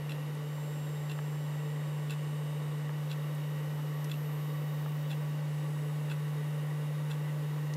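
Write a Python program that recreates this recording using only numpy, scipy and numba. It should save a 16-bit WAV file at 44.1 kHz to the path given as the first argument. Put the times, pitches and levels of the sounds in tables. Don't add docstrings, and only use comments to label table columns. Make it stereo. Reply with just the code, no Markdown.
import sys
import numpy as np
from scipy import signal
from scipy.fft import rfft, irfft, next_fast_len
from scipy.io import wavfile
from scipy.ndimage import uniform_filter1d
from numba import njit

SR = 44100
rng = np.random.default_rng(int(sys.argv[2]) if len(sys.argv) > 2 else 0)


def put_to_file(sound):
    columns = np.atleast_2d(sound).T
    safe = np.clip(columns, -1, 1)
    whole_steps = np.round(safe * 32767)
    wavfile.write(sys.argv[1], SR, whole_steps.astype(np.int16))


def field_ratio(decibels):
    return 10 ** (np.asarray(decibels, dtype=float) / 20)


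N = 342248


def pan(x, diff_db):
    return x * field_ratio(np.array([[diff_db], [-diff_db]]) / 2)


def walk(rate, rows, length):
    hold = max(int(length / rate), 1)
    draws = rng.standard_normal((rows, length // hold + 1))
    steps = np.repeat(draws, hold, axis=1)[:, :length]
    smooth = uniform_filter1d(uniform_filter1d(steps, hold, axis=1), hold, axis=1)
    return 1.3 * smooth


def ring(x, hz, width):
    return signal.lfilter(*signal.iirpeak(min(hz, .45 * SR), hz / width, fs=SR), x)


@njit
def stack(step, first, gains, hop):
    out = np.zeros((2, (gains.shape[2] - 1) * hop))
    for k in range(gains.shape[1]):
        z, turn = 1. + 0j, np.exp(1j * step * (first + k))
        for i in range(out.shape[1]):
            f, u = i // hop, (i % hop) / hop
            z *= turn
            for c in range(2):
                gain = (1 - u) * gains[c, k, f] + u * gains[c, k, f + 1]
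                out[c, i] += (z * gain).real
    return out


def burst(rise_s, decay_s):
    t = np.arange(2600) / SR
    return rng.standard_normal(len(t)) * np.exp(-t / decay_s) * np.minimum(t / rise_s, 1)


def add(out, x, s):
    i = int(s * SR)
    out[:, i:i + x.shape[1]] += x[:, :N - i]


def fan_tones():
    # time in seconds, blade rate in Hz.
    blade_rate = [(0, 148.8), (1.0, 148.93), (1.74, 149.09), (2.46, 149.16), (3.18, 149.06), (3.9, 149.13),
                  (4.62, 149.2), (5.34, 149.39), (6.06, 149.4), (6.78, 149.33), (7.76, 149.45)]
    # time in seconds, rms level in dB before panning.
    drone_level = [(0.0, -37.5), (0.15, -36.5), (0.45, -37), (1.59, -35), (3.95, -35), (5.34, -34),
                   (7.7, -34)]
    # multiple of the blade rate, mean left and right rms level in dB,
    # phase in rad by which the left leads at the start and at the end.
    overtones = [(3, -70.5, -84, -4, 4), (5, -66, -66, 2.1, 2.1), (9, -71, -73, 0, .1),
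                 (10, -66.5, -64, -1.9, -2), (15, -68.5, -68.5, -1.8, -1.6), (20, -60.5, -71, -1, -2.5),
                 (25, -70, -74.5, 0, 0)]
    t = np.arange(N) / SR
    phase = 2 * np.pi * np.cumsum(np.interp(t, *np.transpose(blade_rate))) / SR
    drone_gain = np.sqrt(2) * field_ratio(np.interp(t, *np.transpose(drone_level)))
    out = pan(drone_gain, -2.06) * np.sin(phase + np.array([[.06], [-.06]]))
    waver = walk(30, len(overtones), N)
    for (k, left_db, right_db, *leads), w in zip(overtones, waver):
        gains = np.sqrt(2) * field_ratio(np.array([[left_db], [right_db]]) + 1.4 * w)
        lead = np.array([np.linspace(*leads, N), 0 * t])
        out += gains * np.sin(round(k) * phase + lead)
    return out


def airflow():
    # frequency in Hz, relative spectral level in dB, left minus right in dB,
    # likeness of the two ports from 0 to 1, phase in rad by which the left leads.
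    rush_colour = [(25, -83, -1, .5, 0), (60, -76, -3, .48, 0), (110, -70.5, -3, .5, 0),
                   (200, -68, -3.5, .65, -.2), (330, -63, -3.5, .7, -.2), (360, -71, -3, .6, -.2),
                   (480, -63.8, -2.5, .82, -.3), (590, -64.8, -2.5, .75, -.1), (660, -73.5, -2, .55, .2),
                   (900, -68.5, -1.2, .55, .1), (1400, -74, 0.1, .3, -2.4), (2300, -78, 0.5, .2, -1.2),
                   (4300, -85, 0.1, .1, -.5), (8000, -89, -.5, .08, .1), (13500, -92.5, -1.5, .1, .1),
                   (15700, -99, -2, .1, .1)]
    # centre in Hz, nominal width in Hz,
    # mean rms level in dB before panning, left minus right in dB, phase in rad by which the left leads.
    casing = [(438.3, 26.5, -58.5, -7, -0.48), (1132, 52, -60.5, 5, -1.06), (1911, 162, -56, -4.5, -1.77),
              (2793, 154, -66, 8, -0.8), (2760, 20, -72.5, 6, -0.5), (3330, 77, -76, -8, -1.5),
              (3750, 74, -70.5, -3.5, 1)]
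    rush_db = -47
    size = next_fast_len(N)
    hz = np.maximum(np.arange(size // 2 + 1) * SR / size, 1)
    table = np.transpose(rush_colour)
    db, diff_db, like, lead = (np.interp(np.log(hz), np.log(table[0]), c) for c in table[1:])
    like = np.clip(like, 0, 1)
    shared, own = rfft(rng.standard_normal((2, size)))
    right = shared * field_ratio(db - diff_db / 2)
    left = like * np.exp(1j * lead) * shared + np.sqrt(1 - like ** 2) * own
    left = left * field_ratio(db + diff_db / 2)
    rush = irfft(np.array([left, right]), size)[:, :N]
    out = rush * field_ratio(rush_db) / rush.std()
    flicker = walk(90, len(casing), N)
    for (centre_hz, width, rms_db, diff_db, lead), w in zip(casing, flicker):
        shape = rfft(rng.standard_normal(size)) / (1 + ((hz - centre_hz) / (0.7 * width)) ** 2)
        pair = irfft(shape * np.exp(1j * np.array([[lead], [0]])), size)[:, :N]
        out += pan(pair, diff_db) * field_ratio(rms_db + 1.26 * w) / pair.std()
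    return out


def coil_whine(first=10, count=123, hop=1024):
    load_steps = [.46, 2.9, 5.45]
    # frequency in Hz, nominal level in dB.
    murmur_level = [(1200, -100), (4200, -87), (7000, -86), (9500, -87), (13000, -86.5), (15000, -87),
                    (15800, -99)]
    # time in seconds, shift in multiples.
    creep = [(2.6, 0), (3.8, .6), (4.5, 1.2), (5.0, 2), (5.7, 3.6)]
    # loudest moment in seconds, multiple of the switching rate there,
    # left and right rms level in dB at a ridge's centre before wavering, phase in rad by which the left leads.
    singers = [(.1, 71, -69, -80, -1), (.1, 106, -77, -65, -.8), (.1, 108.6, -72, -71, 1.8),
               (2.5, 65.2, -78, -80, -1), (5, 65, -78, -80, -1), (.9, 79, -75, -82, 1),
               (.1, 94.8, -76, -76, 1.5), (.8, 64, -65, -64, -1.5), (1.6, 64, -73, -68, -1.5),
               (2, 69.3, -74, -77, -3.1), (2.45, 70, -67, -71, .2), (1.5, 71, -74, -84, -1),
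               (2.4, 75.6, -75, -79, -.3), (2.4, 79.3, -71, -80, 1.2), (2.4, 84, -90, -76, .7),
               (2.4, 91, -83, -76, -.2), (2.2, 94.4, -75, -75, 1.5), (2.4, 100.8, -80, -73, -1.4),
               (1.8, 106, -80, -72, -2), (2.6, 108.5, -71, -70, 1.8), (2.5, 110, -77, -72, .5),
               (2.6, 111, -78, -72, 1), (.9, 106, -79, -69, -1.5), (1.2, 108, -81, -73, 2.4),
               (1.1, 109, -74, -76, 2.2), (1.2, 110, -81, -78, 1), (1.2, 111, -80, -73, 1.4),
               (.55, 120.2, -77, -69, .1), (2, 120.4, -82, -76, .1), (3.2, 87.2, -68, -79, 2.5),
               (2.6, 87, -76, -82, 1), (4.5, 87, -74, -80, 1), (4.5, 89.6, -73, -78, 1),
               (5.2, 94, -72, -79, -.3), (5, 103.5, -76, -76, 0), (3.3, 93.3, -77, -74, -.5),
               (5.2, 69, -74, -85, .4), (4.8, 98, -80, -74, 1.7), (4.1, 99, -76, -74, 1.7),
               (3.4, 109, -68, -71, 1.8), (4.2, 110, -67, -62, -.2), (4.85, 112, -76, -68, -1.3),
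               (5.15, 114.2, -74, -68, -1), (5.35, 122, -73, -74, .5), (3.3, 115.2, -78, -71, -1.8),
               (3.3, 121, -79, -68, -.5), (4.75, 121.2, -79, -69, -.5), (4.2, 120, -82, -74, -.5),
               (5, 131.8, -81, -88, 1), (7, 66, -73, -77, 1.5), (5.9, 66, -74, -78, 1.5),
               (7.4, 79.5, -74, -82, 1.2), (6.9, 97, -77, -90, 0), (5.7, 78, -75, -73, -.3),
               (6.5, 78, -76, -73, -.3), (6.1, 95, -74, -79, -.3), (5.9, 94, -73, -78, -.3),
               (7.1, 94.1, -69, -76, -.3), (5.7, 93, -72, -72, -.1), (7.2, 106, -90, -79, .8),
               (7.2, 112, -80, -76, -1.4), (6.25, 118.1, -75, -68, -2.4), (6.75, 119, -71, -66, 2.6),
               (5.85, 120, -76, -75, 0), (7.6, 120, -72, -68, -.5), (7.3, 126, -77, -77, -1.6),
               (6.6, 131, -75, -89, 1.8), (5.3, 13, -73, -72, .9), (7.4, 13, -73, -72, .9)]
    switch_hz = 118.578
    changeover_s, murmur_waver = 0.27, 0.85
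    swell_db_per_s, sink_db_per_s = 11, 7.5
    held_db = -78
    spread, singer_waver_db = 0.5, 1.5
    frames = N // hop + 2
    t, k = np.arange(frames) * hop / SR, np.arange(first, first + count)[:, None]
    drift = walk(9, 4 * count, frames).reshape(2, 2, count, frames)
    steps = np.array([-np.inf, *load_steps, np.inf])

    held = rng.standard_normal((2, 2, count, len(steps) - 1))[..., np.searchsorted(steps, t) - 1]
    murmur = uniform_filter1d(held, int(changeover_s * SR / hop), axis=-1) + murmur_waver * drift
    gains = field_ratio(np.interp(k * switch_hz, *np.transpose(murmur_level))) * (murmur[0] + 1j * murmur[1])

    edge = np.cumsum(1.1 * rng.standard_normal((count, 1)), axis=0)
    place = np.exp(1j * edge + 0.2j * drift[0]) * field_ratio(singer_waver_db * drift[1])
    for s, multiple, left_db, right_db, lead in singers:
        stage = np.searchsorted(steps, s)
        inside_s = np.minimum(t - steps[stage - 1], steps[stage] - t)
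        on = np.clip(inside_s / changeover_s + .5, 0, 1)
        away_s = np.abs(t - s)
        most_db = max(max(left_db, right_db) - held_db, 0)
        swell_db = np.minimum(swell_db_per_s * away_s, most_db)
        below_db = np.where(t > s, sink_db_per_s * away_s, swell_db)
        centre = multiple
        if s < load_steps[-1] and multiple > 80:
            centre = multiple + np.interp(t, *np.transpose(creep)) - np.interp(s, *np.transpose(creep))
        ridge = np.exp(-.5 * ((k - centre) / spread) ** 2) * on * field_ratio(-below_db)
        sides = np.sqrt(2) * field_ratio(np.array([left_db, right_db])) * [np.exp(1j * lead), 1]
        gains += sides[:, None, None] * ridge * place
    return stack(2 * np.pi * switch_hz / SR, float(first), gains, hop)[:, :N]


def knock(peak_db, lean_db, treble_db, low_db):
    # nominal pitch in Hz, level in dB within its band, nominal ring time t60 in seconds.
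    case_modes = [(1560, 0, .014), (2050, -5, .006), (2710, 0, .016), (3050, -5, .008), (3450, 0, .012),
                  (3850, -4, .009), (5600, -2, .0015), (7400, 0, .003), (9000, -1, .0015),
                  (10700, -2, .002), (12000, -6, .002)]
    rattle, scrape = burst(.0014, .0016), burst(.002, .003)
    rattle[int(.0007 * SR)] += 4
    bands = np.zeros((3, 2600))
    for hz, db, t60 in case_modes:
        hz, width = hz * (1 + .015 * rng.standard_normal()), 2.2 / t60
        push = scrape if hz > 5000 else rattle
        tone = ring(ring(push, hz, width), hz, 3 * width)
        mode_db = db + lean_db * (3200 < hz < 5000)
        bands[int(hz > 2300) + int(hz > 5000)] += field_ratio(mode_db) * tone / np.abs(tone).max()
    shares = field_ratio(peak_db + np.array([low_db + 2, 0, treble_db + 1]))
    return pan(shares / np.abs(bands).max(1) @ bands, 4.5)


def clock():
    # start in seconds, peak of the middle band in dB
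    # before panning, upper over lower middle modes in dB, then treble and low band against the middle
    # in dB, before the fixed lifts that knock() gives them.
    contacts = [(.0938, -38, -6, -7, -17), (.1041, -46, -3, -7, -12), (.1178, -34, 2, -16, -15),
                (1.0958, -39, -2, -10, -12), (1.1145, -38, -2, -9, -15), (2.096, -39, 0, -9, -14),
                (2.1055, -35, -1, -5, -13), (2.1143, -44, -2, -3, -11), (2.1192, -42, 2, -9, -7),
                (2.1237, -42, -9, -8, -9), (2.1355, -43, -3, -9, -11), (3.0974, -46, 3, -7, -15),
                (3.1138, -34, 5, -12, -14), (3.1265, -46, 0, -12, -12), (3.1306, -46, 0, -14, -15),
                (4.0958, -41, -1, -9, -10), (4.1140, -33, 7, -12, -16), (4.1382, -42, -4, -11, -19),
                (5.0965, -45, -2, -7, -17), (5.1104, -42, -4, -10, -10), (5.1140, -36, 5, -11, -20),
                (5.1258, -43, -4, -13, -13), (5.1302, -42, -6, -13, -13), (6.0977, -41, -2, -12, -5),
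                (6.1094, -41, -1, -9, -12), (6.1150, -38, -1, -15, -3), (7.0992, -46, -3, -6, -18),
                (7.1099, -44, 1, -7, -7), (7.1141, -37, 7, -13, -8)]
    travel_s, settle_db = .044, -8
    rattle_db, scatter_db, gap_s = -46, 3, .004
    out = np.zeros((2, N))
    for s, *voice in contacts:
        add(out, knock(*voice), s)
    times = np.array(contacts)[:, 0]
    cluster_starts = times[np.diff(times, prepend=-1) > .5]
    for go_s in cluster_starts:
        for late in np.arange(gap_s, travel_s, gap_s):
            slip, size, lean = rng.standard_normal(3)
            peak_db = rattle_db + settle_db * late / travel_s + scatter_db * size
            add(out, knock(peak_db, 4 * lean, -7, -11), go_s + late + slip * gap_s / 4)
    return out


def counter():
    # pitch in Hz, relative level in dB before tilt, ring time t60 in seconds.
    wood_modes = [(680, -1, .014), (870, -3, .022), (1250, -1, .012), (1700, -2, .009), (2800, -8, .006)]
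    # start in seconds, peak in dB before panning,
    # tilt in dB per octave about 1 kHz, left minus right in dB.
    dull_knocks = [(.059, -45, 0, 9), (1.1888, -34, 2.5, 6), (2.8925, -37, 1, .1), (3.79, -41, -1, -2),
                   (4.8598, -35.5, -3, 5)]
    out, t = np.zeros((2, N)), np.arange(2600) / SR
    for s, peak_db, tilt_db, diff_db in dull_knocks:
        body = np.zeros(len(t))
        for hz, db, t60 in wood_modes:
            decay = field_ratio(db + tilt_db * np.log2(hz / 1000) - 60 * t / t60)
            onset = 1 - np.exp(-t * hz / 2)
            body += decay * onset * np.sin(2 * np.pi * hz * t)
        add(out, pan(body * field_ratio(peak_db) / np.abs(body).max(), diff_db), s)
    return out


def taps():
    # start in seconds, peak in dB before panning, pitch in Hz,
    # width in Hz of each of two equal filters, left minus right in dB.
    light_taps = [(.35, -47, 8940, 6000, .1), (3.35, -45, 10000, 7000, .1), (4.0438, -35, 6800, 7450, 1),
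                  (7.737, -36, 5300, 4030, 0)]
    out = np.zeros((2, N))
    for s, peak_db, hz, width, diff_db in light_taps:
        touch = burst(.0003 + .8 / hz, .0045)
        touch[0] = 2
        tap = ring(ring(touch, hz, width), hz, width)
        add(out, pan(tap * field_ratio(peak_db) / np.abs(tap).max(), diff_db), s)
    return out


def cabin(x):
    t60_s, tail_db = .08, -9
    t = np.arange(SR // 5) / SR
    tail = rng.standard_normal((2, len(t))) * field_ratio(-60 * t / t60_s) * (t > .002)
    tail *= field_ratio(tail_db) / np.sqrt((tail ** 2).sum(1))[:, None]
    return x + signal.fftconvolve(x, tail, axes=1)[:, :N]


def scene():
    return fan_tones() + airflow() + coil_whine() + cabin(clock() + counter() + taps())


def roll_off(x):
    return signal.sosfilt(signal.butter(12, 15760, fs=SR, output="sos"), x)


def record(dry):
    return roll_off(dry)


dry = scene()
out = record(dry)
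put_to_file(out)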